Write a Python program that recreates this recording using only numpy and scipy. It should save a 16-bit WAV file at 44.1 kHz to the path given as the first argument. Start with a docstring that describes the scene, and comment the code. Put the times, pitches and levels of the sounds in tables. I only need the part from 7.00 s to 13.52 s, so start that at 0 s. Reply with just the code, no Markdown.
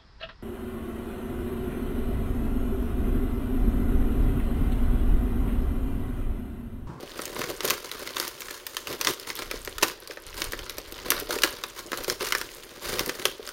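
"""Sharp snaps lead: facets of a thin plastic blister tray buckle as two hands pry a toy figure out of it.
Each snap is a noise crack, a short ping and damped sheet modes, with a kick to the hollow tray.
The figure scrapes along its pocket in fine crackle, made of clumped stick-slip jerks that set off tiny rattles.
Fingers knock low ringing modes of the tray; handling rumble and room air, both coloured noise, lie beneath.
Everything is close to a microphone, with the short tail of a small room."""
import sys
import numpy as np
from scipy import signal
from scipy.io import wavfile
from scipy.ndimage import uniform_filter1d

SR = 44100
rng = np.random.default_rng(int(sys.argv[2]) if len(sys.argv) > 2 else 0)


def wav_out(sig):
    """Save sig, one row per channel (or a flat mono array), as 16-bit PCM at SR to the path in sys.argv[1]."""
    wavfile.write(sys.argv[1], SR, np.round(np.clip(np.atleast_2d(sig).T, -1, 1) * 32767).astype(np.int16))


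N = 287658

# Facets that buckle audibly; the kick drives the hollow tray, relative to the level of the snap.
# Columns: start_s, level_db, brightness_db_per_octave, kick_db, ping_hz
FACET_SNAPS = [(0.192, -42, -4.5, 10.5, 1290), (0.2185, -40.5, 1.5, -15, 8900), (0.2549, -40, 4, -17, 6640),
               (0.3635, -47, -8.5, 13, 980), (0.392, -46, 3, 8, 12800), (0.416, -35.5, -2.5, -2, 1050),
               (0.44, -42, -5, -8, 1510), (0.4997, -41.5, 3, -7, 2200), (0.606, -36, -2.5, -1, 3400),
               (0.6518, -32.5, 3, -18, 13000), (0.677, -36, 3, -7, 6030), (0.7, -30, 2, -5, 3760),
               (0.7055, -25.5, -.5, -23, 12900), (0.915, -38, 0.5, -19, 4050),
               (1.0741, -39, -1.5, -7, 2130), (1.1681, -34, -3, -4, 3640), (1.182, -40, 3, 0, 1940),
               (1.1994, -31, 2.5, -2, 4750), (1.2782, -40.5, 6, 2, 5570), (1.406, -42.5, 2.5, -9, 14130),
               (1.419, -41, -0.5, -24, 2180), (1.484, -45.5, -3.5, -7, 1840), (1.5086, -39.5, 2, -1, 1770),
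               (1.6673, -37, 2, -22, 14250), (1.768, -32, 0, -13, 3080), (1.8715, -37.5, -0.5, -6, 2780),
               (1.9272, -40.5, 2, -8, 2190), (2.012, -29, 1, -22, 2640), (2.048, -30.5, 0.5, -8, 4670),
               (2.0709, -25, -2.5, -8, 3430), (2.0946, -38, 0, 4, 6070), (2.136, -41, 0.5, -14, 12000),
               (2.198, -43.5, 3, -12, 5100), (2.3018, -37, -4, -3, 5230), (2.3537, -45.5, 5, -20, 12320),
               (2.421, -40.5, -3, 4.5, 2120), (2.5124, -34, -0.5, -1, 1750), (2.6491, -43, 2, -22, 12200),
               (2.6752, -41.5, -4, 3, 1850), (2.7825, -36, 0, -7, 1300), (2.8255, -32, 0, 5, 2970),
               (2.829, -22, -0.5, -0.5, 980), (2.834, -25, 1.5, -19, 2800), (2.882, -40, 3.5, -8, 3880),
               (3.0744, -44.5, 2.5, -20, 4700), (3.1095, -45, -5.5, 1, 5060),
               (3.1719, -50, -6.5, 12.5, 1860), (3.343, -45.5, 0, -4, 1470), (3.404, -48, 8, -17, 4800),
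               (3.4186, -30, -1.5, -5.5, 2920), (3.4418, -40, 4, -3, 9300),
               (3.5213, -38.5, 0.5, -10, 13290), (3.5334, -39.5, -5, 6.5, 1840),
               (3.5908, -41, -1.5, 0, 3080), (3.663, -47.5, -2.5, -7, 1440), (3.696, -37.5, 1, -10, 3780),
               (3.7828, -38, 3, 4.5, 2260), (3.9232, -43.5, 1.5, 5.5, 14000),
               (4.1041, -23.5, 3, -9.5, 12360), (4.119, -28.5, -2.5, -1.5, 1850),
               (4.1995, -40, 4.5, -10, 12400), (4.3071, -33.5, -1.5, 2, 1490), (4.387, -37.5, 0, -10, 2430),
               (4.4206, -33.5, 1, -22, 4740), (4.4345, -23, .5, -19, 2920), (4.4372, -25, -2.5, -3, 1670),
               (4.446, -35.5, 3, 9.5, 1320), (4.6375, -34, -2.5, -5, 3780), (4.918, -36.5, -0.5, 3, 1540),
               (4.9309, -38.5, -6, 8, 1380), (4.974, -41, 5.5, -2, 4140), (5.038, -48, 6, -10, 12200),
               (5.0445, -38.5, 0.5, -5, 4800), (5.099, -28, -.5, -25, 5230), (5.2082, -39, -5.5, 7, 2740),
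               (5.287, -43, 4, -15, 6030), (5.3228, -26, -1.5, -11, 2080), (5.35, -29, -3, -3, 1730),
               (5.383, -43, 5.5, -20, 6090), (5.4134, -34.5, -.5, -8, 1840), (5.9935, -28.5, 0.5, -9, 5660),
               (6.061, -38, 2.5, -10, 13400), (6.0941, -33, -1.5, -5, 1530), (6.1961, -41.5, 0, -1, 1480),
               (6.2542, -23.5, 0, 0, 3220), (6.4747, -42, -.5, 0, 4900), (6.49, -40, 0.5, -10, 1370)]
# Bands where large facets, small facets and creases ring. Columns: low_hz, high_hz
SHEET_ZONES = [(920, 2500), (2500, 6500), (6500, 15800)]
# Figure sliding in its pocket; hollow and fizz are relative to the force.
# Columns: start_s, length_s, force_db, hollow_db, fizz_db
SLIDE_STROKES = [(0.0, .045, -45, 10, -11), (0.164, .17, -45, 6, -4), (0.36, .15, -38.5, 5.5, -3.5),
                 (0.637, 0.086, -32.5, 2.5, -3), (0.73, .06, -45, -12, -6), (0.83, 0.073, -49.5, 2, -2),
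                 (1.016, 0.013, -44.5, -14, -2), (1.157, 0.12, -37, -6.5, -3), (1.384, 0.2, -48.5, -20, 0),
                 (1.672, 0.16, -50.5, -3.5, 2), (1.875, 0.075, -39.5, 2.5, -9),
                 (2.009, .045, -37.5, -4, -12), (2.068, 0.033, -30.5, 0.5, -2.5),
                 (2.277, 0.03, -38.5, -4, -1.5), (2.363, 0.066, -42.5, -1.5, -7),
                 (2.507, 0.053, -43, -2, -11), (2.817, 0.083, -38.5, -2, -3),
                 (3.113, 0.017, -45.5, 2.5, -5), (3.269, 0.045, -46, -13, -26),
                 (3.362, 0.1, -38.5, -1, -4.5), (3.534, .06, -52, 8, -25), (3.947, 0.26, -46, 4.5, -23),
                 (4.063, 0.013, -37, 1.5, -5), (4.117, 0.094, -39.5, -1, -15),
                 (4.297, 0.07, -35.5, 1, -2.5), (4.441, 0.042, -35.5, -6, -4),
                 (4.507, 0.036, -45.5, 4, -14), (4.772, 0.018, -37, -6, -2.5), (4.853, .03, -55, 12, 2),
                 (4.941, 0.087, -41, 1.5, -6), (5.082, 0.046, -36.5, 2, 0), (5.211, 0.064, -32, -4, -5),
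                 (5.3, 0.11, -41.5, -1, -6), (5.437, .16, -49, 2.5, -2), (5.828, 0.1, -37, -2, -5),
                 (5.892, .13, -35, 2, -3.5), (6.072, 0.021, -39, 6, -7), (6.11, 0.16, -49.5, 3, -4),
                 (6.25, 0.05, -43, 2, -2), (6.455, 0.022, -49, -15, -3)]
# Holding hand that keeps the sheet creaking faintly; fizz is relative to the force.
# Columns: time_s, force_db, fizz_db
HOLDING_GRIP = [(0, -49, -5), (.55, -46.5, -6), (1.0, -44.5, -4), (1.65, -52.5, -1), (2.3, -49, -3),
                (2.65, -48.5, -4), (3.0, -53, -14), (3.25, -56, -20), (3.55, -46, -18), (3.85, -50, -14),
                (4.4, -43.5, -16), (4.75, -50.5, -3), (5.5, -54.5, 5), (5.75, -48.5, -5), (6.2, -44.5, -2),
                (6.4, -54, -6), (6.52, -50, -5)]
# Spectrum of the coarse scrape. Columns: frequency_hz, gain_db
SCRAPE_COLOUR = [(500, -44), (800, 4.5), (950, 1.5), (1500, 3.5), (2500, -3), (4800, -2), (6500, -16),
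                 (8500, -17.5)]
# Spectrum of the fine fizz. Columns: frequency_hz, gain_db
FIZZ_COLOUR = [(4000, -27), (6500, 14.5), (8500, 8.5), (10000, 9), (12500, 4), (16000, 7)]
# Spectrum of fingertips landing. Columns: frequency_hz, gain_db
THUD_COLOUR = [(40, -15.5), (70, 1), (130, 1.5), (200, -0.5), (300, -28), (600, -31)]
# Soft knocks of fingers and figure on the tray, relative peaks. Columns: start_s, level_db
TRAY_KNOCKS = [(0.412, -29), (0.467, -36), (0.501, -24.5), (0.638, -33), (1.019, -29), (1.158, -37),
               (2.54, -24), (2.673, -30.5), (3.097, -29), (3.172, -33), (4.222, -25), (4.295, -19),
               (4.361, -20.5), (4.447, -26.5), (4.476, -29), (4.857, -34), (5.081, -24), (5.229, -23.5),
               (6.395, -27.5)]
# Modes of the hollow tray, before the grip detunes them. Columns: pitch_hz, level_db, t60_s
TRAY_MODES = [(271, -7.5, 0.066), (325, -5.5, 0.053), (379.6, 3, 0.055), (444, 0, 0.034), (500, 2, 0.04),
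              (577, 0, 0.035), (632, -12.5, 0.055), (747.4, -4, 0.11)]
# Shifts of the whole tray, with a low rumble. Columns: start_s, length_s, level_db
TRAY_SHIFTS = [(0.2, 0.53, -58), (2.414, 0.41, -49), (3.272, 0.37, -44.5), (3.7, 0.81, -53.5),
               (5.003, .48, -58.5), (5.865, .17, -46.5)]
# Spectrum of the handling rumble. Columns: frequency_hz, gain_db
RUMBLE_SPECTRUM = [(8, -13), (20, 11), (40, 7.5), (60, -1.5), (110, -4), (300, -33)]
# Spectrum of the steady room air. Columns: frequency_hz, gain_db
AIR_COLOUR = [(30, -14), (100, -20.5), (200, -12.5), (370, 4.5), (550, 1), (720, -1), (1400, -13),
              (3000, -8.5), (6000, -17.5), (16000, -43)]
# Decay of the room tail. Columns: frequency_hz, t60_s
ROOM_DECAY = [(250, 0.23), (700, 0.31), (1800, 0.2), (4600, 0.36), (12000, 0.21)]
# Spectrum of the room tail at its start. Columns: frequency_hz, gain_db
ROOM_SPECTRUM = [(150, -6), (400, 4.5), (750, -4), (1400, 4.5), (3000, 0.5), (6000, -2), (15000, 2)]
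# Response of the microphone. Columns: frequency_hz, gain_db
MIC_RESPONSE = [(620, 1), (680, -6.5), (850, -5.5), (920, 1), (7200, 0.5), (7650, -3), (7820, -14),
                (8000, -0.5), (8400, 0.5), (9500, -1.5), (12500, 1), (15500, -0.5)]

# share of each zone in a snap; lift of the zone that holds the ping; where brightness pivots
ZONE_DB, OWN_ZONE_DB, PIVOT_HZ = [0.5, 3, 0.5], 3, 4020
ATTACK_S, RELEASE_S = 0.025, 0.02  # rise before the start of a hand move; time constant of its release
GRIP_HOLLOW_DB = -1  # relative to the force of the grip
STILL_DB = -58  # rumble of the hands at rest, on the same scale as the shifts
TIME = np.arange(N) / SR


def snaps(sheet_db=0, body_db=1):
    """Each facet flips over, rings, and kicks the whole tray."""
    out = np.zeros(N)
    span = np.sqrt(0.005 * SR)  # sets unit energy to unit rms over 5 ms
    for start, level_db, brightness, kick_db, ping_hz in FACET_SNAPS:
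        kick = unit(body_ring())
        add(out, start, span * amp(level_db + kick_db + body_db) * kick)
        add(out, start, span * amp(level_db + sheet_db) * buckle(brightness, ping_hz))
    return out


def buckle(brightness, ping_hz):
    """One facet flips: all zones of the sheet ring, its own lifted, tilted by the sharpness of the flip."""
    zones = []
    for (low_hz, high_hz), share_db in zip(SHEET_ZONES, ZONE_DB):
        octaves = np.log2(np.sqrt(low_hz * high_hz) / PIVOT_HZ)
        own_db = OWN_ZONE_DB * (low_hz <= ping_hz < high_hz)
        zones.append(amp(share_db + brightness * octaves + own_db) * facet_ring(low_hz, high_hz, ping_hz))
    return sum(zones)


def facet_ring(low_hz, high_hz, ping_hz, t60_s=0.03, fall=0.71, ping_share=1.2, ping_s=0.00075,
               crack_share=1.02, crack_s=0.0036, rise_s=0.000045, count=22, size=1200):
    """A crack, the facet's own short ping, and a cluster of damped sheet modes; higher ones die sooner."""
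    t = np.arange(size) / SR
    # one mode at random in each equal slice of the band
    hz = (low_hz + (high_hz - low_hz) * (np.arange(count) + rng.random(count)) / count)[:, None]
    decay = amp(-60 * t / (t60_s * (2000 / hz) ** fall))  # t60_s and ping_s hold at 2 kHz
    modes = np.sin(2 * np.pi * (hz * t + rng.random(hz.shape))) * decay
    swell_s = ping_s * np.sqrt(2000 / ping_hz)
    ping = unit(t * np.exp(-t / swell_s) * np.sin(2 * np.pi * ping_hz * t))
    ping = (low_hz <= ping_hz < high_hz) * ping  # only its own zone pings
    band = signal.butter(3, [low_hz, high_hz], "band", fs=SR, output="sos")
    burst = np.sign(rng.standard_normal(size)) * np.exp(-t / crack_s)
    crack = unit(signal.sosfilt(band, burst))
    flip = 1 - np.exp(-t / rise_s)  # the facet takes a moment to turn over
    return unit(flip * (unit(modes.sum(axis=0)) + crack_share * crack + ping_share * ping))


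def crumple(force, crumple_db=-8, brightness=1.0, low_hz=1400, high_hz=13000, count=16):
    """Lesser facets buckle at random, as hard as the sheet is forced."""
    rings = [unit(buckle(brightness, hz)) for hz in np.geomspace(low_hz, high_hz, count)]
    jerks = slips(per_s=70, spread_db=-0.5, limit=1.0)
    return amp(crumple_db) * force * evened(crackle(jerks, rings))


def ticks(force, tick_db=-51, follow=0.5, low_hz=1800, high_hz=12500, count=24):
    """Small facets let go at random, each a narrow-band rattle around its own pitch."""
    rings = []
    for hz in np.geomspace(low_hz, high_hz, count):
        edges_hz = [hz / 1.25, min(hz * 1.25, 0.45 * SR)]
        band = signal.butter(2, edges_hz, "band", fs=SR, output="sos")
        rings.append(unit(signal.sosfilt(band, grain(decay_s=0.0006))))
    strain = force ** follow  # they grow only a little with the force on the tray
    jerks = slips(per_s=45, spread_db=4.0, limit=2.9)
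    return amp(tick_db) * evened(strain * crackle(jerks, rings))


def rubbing(force, pressure, fizz, press_db=-3.5, scrape_db=-2, fizz_db=-2, thud_db=-16,
            clump_db=4.0, fine_share=0.44, count=16):
    """Slips come in clumps: coarse ones scrape, coarse and fine ones fizz, and pressure shakes the body."""
    swells = evened(uniform_filter1d(rng.standard_normal(N), size=260))  # averaged over about 6 ms
    clumps = amp(clump_db * swells)
    coarse_slips = slips(per_s=2000, spread_db=2.0) * clumps
    coarse = crackle(coarse_slips, [grain(decay_s=0.0021) for _ in range(count)])
    fine_slips = slips(per_s=1900, spread_db=0.5) * clumps
    fine = crackle(fine_slips, [grain(decay_s=0.00091) for _ in range(count)])
    pushes = slips(per_s=400, spread_db=1.5) * clumps
    hollow = evened(crackle(pushes, [body_ring() for _ in range(count)]))
    pads = evened(colour(pushes, THUD_COLOUR))  # soft fingertips add a dull thud to each push
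    scrape = evened(colour(coarse, SCRAPE_COLOUR))
    hiss = evened(colour(coarse + fine_share * fine, FIZZ_COLOUR))
    return (pressure * (amp(press_db) * hollow + amp(thud_db) * pads)
            + amp(scrape_db) * force * scrape
            + amp(fizz_db) * fizz * hiss)


def contact():
    """How hard grip and strokes drive the scrape, the hollow body and the fizz; their powers add."""
    s, force_db, fizz_db = np.transpose(HOLDING_GRIP)
    grip = amp([np.interp(TIME, s, force_db + share_db) for share_db in (0, GRIP_HOLLOW_DB, fizz_db)])
    gains = amp([(db, db + hollow_db, db + stroke_fizz_db)
                 for _, _, db, hollow_db, stroke_fizz_db in SLIDE_STROKES])
    moves = np.array([move(start, length) for start, length, *_ in SLIDE_STROKES])
    return np.sqrt(grip ** 2 + gains.T ** 2 @ moves ** 2)


def move(start, length):
    """Attack, hold and release of one move of the hands."""
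    attack = np.clip((TIME - start) / ATTACK_S + 1, 0, 1) ** 2
    release = np.exp(-np.clip((TIME - start - length) / RELEASE_S, 0, 20))
    return attack * release


def slips(per_s, spread_db, limit=3.17):
    """Stick-slip: a random train of tiny jerks of either sign, their sizes scattered up to a limit."""
    sizes = amp(spread_db * np.minimum(rng.exponential(1, N), limit))
    return evened(sizes * rng.choice([-1, 1], N) * (rng.random(N) < per_s / SR))


def crackle(jerks, rings):
    """Each jerk sets off one of several rings, each with its own colour."""
    choice = rng.integers(0, len(rings), N)
    return sum(signal.oaconvolve(jerks * (choice == k), ring)[:N] for k, ring in enumerate(rings))


def grain(decay_s, size=300):
    """The tiny rattle of one facet after one slip: a decaying noise burst."""
    return unit(rng.standard_normal(size) * np.exp(-np.arange(size) / SR / decay_s))


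def knocks(knock_db=-2):
    """Soft blows reach only the low modes of the tray."""
    out = np.zeros(N)
    for start, level_db in TRAY_KNOCKS:
        ring = body_ring()
        add(out, start, amp(level_db + knock_db) * ring / abs(ring).max())
    return out


def body_ring(detune=0.066, lowest_hz=215, size=5000):
    """The hollow tray after one push; the grip shifts its modes, and it is too small to radiate bass."""
    t = np.arange(size) / SR
    hz, db, t60 = np.transpose(TRAY_MODES)[:, :, None]
    hz = hz * (1 + detune * (2 * rng.random(hz.shape) - 1))
    modes = amp(db - 60 * t / t60) * np.sin(2 * np.pi * hz * t)
    ring = rng.choice([-1, 1], len(TRAY_MODES)) @ modes  # random polarity for each mode
    return signal.sosfilt(signal.butter(4, lowest_hz, "high", fs=SR, output="sos"), ring)


def background(rumble_db=-1, air_db=-53):
    """Low bumps of handling, stronger as the tray is shifted, and the steady air of the room."""
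    shifts = sum(amp(db) * move(start, length) for start, length, db in TRAY_SHIFTS)
    handling = amp(STILL_DB) + shifts
    bumps = evened(colour(slips(per_s=330, spread_db=3.0), RUMBLE_SPECTRUM)) * handling
    air = evened(colour(rng.standard_normal(N), AIR_COLOUR))
    return amp(rumble_db) * bumps + amp(air_db) * air


def room(x, wet_db, first_s=0.004, echo_s=0.0085, echo_db=-19, size=22050):
    """A short diffuse tail of sparse echoes, plus one early bounce off the table."""
    taps = rng.standard_normal(size) * (rng.random(size) < 5000 / SR)  # 5000 echoes per second
    hz, t, z = signal.stft(taps, SR, nperseg=256)
    z = z * amp(read(ROOM_SPECTRUM, hz)[:, None] - 60 * t / read(ROOM_DECAY, hz)[:, None])
    tail = unit(signal.istft(z, SR, nperseg=256)[1])
    response = np.zeros(size)
    add(response, first_s, amp(wet_db) * tail)
    add(response, echo_s, amp([echo_db]))
    return x + signal.oaconvolve(x, response)[:N]


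def amp(db):
    """Decibels to gain."""
    return 10 ** (np.asarray(db) / 20)


def evened(x):
    """Scales to rms 1."""
    return x / np.sqrt(np.mean(x ** 2) + 1e-20)


def unit(x):
    """Scales to energy 1."""
    return x / (np.linalg.norm(x) + 1e-12)


def read(points, hz):
    """Reads a curve on a log-frequency axis."""
    f, value = np.transpose(points)
    return np.interp(np.log(hz + 1), np.log(f + 1), value)


def colour(x, points):
    """Causal minimum-phase filter with the given spectrum."""
    size = 8192
    log_gain = np.log(amp(read(points, abs(np.fft.fftfreq(size, 1 / SR)))))
    # the Hilbert transform of the log gain gives the minimum phase
    taps = np.fft.ifft(np.exp(np.conj(signal.hilbert(log_gain)))).real
    return signal.oaconvolve(x, taps[:size // 2])[:len(x)]


def add(mix, s, sound):
    """Mixes a sound in at time s, in place."""
    part = mix[max(round(s * SR), 0):][:len(sound)]
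    part += sound[:len(part)]


def scene():
    """The tray in its room, each layer with its own amount of tail."""
    force, pressure, fizz = contact()
    sheet = snaps() + crumple(force) + ticks(force)
    rubs = rubbing(force, pressure, fizz)
    mix = room(sheet, wet_db=-11.5) + room(knocks(), wet_db=-7) + room(rubs, wet_db=-10.0) + background()
    return mix[None]


def record(dry):
    """A small microphone with a narrow treble notch; loud peaks are rounded off; then the band limit."""
    heard = np.array([colour(channel, MIC_RESPONSE) for channel in dry])
    heard = heard / (1 + (heard / 0.75) ** 4) ** 0.25  # never exceeds 0.75
    lowpass = signal.firwin(511, 15900, window=("kaiser", 8), fs=SR)  # cutoff in Hz
    return signal.oaconvolve(heard, lowpass[None], "same")


dry = scene()
out = record(dry)
wav_out(out)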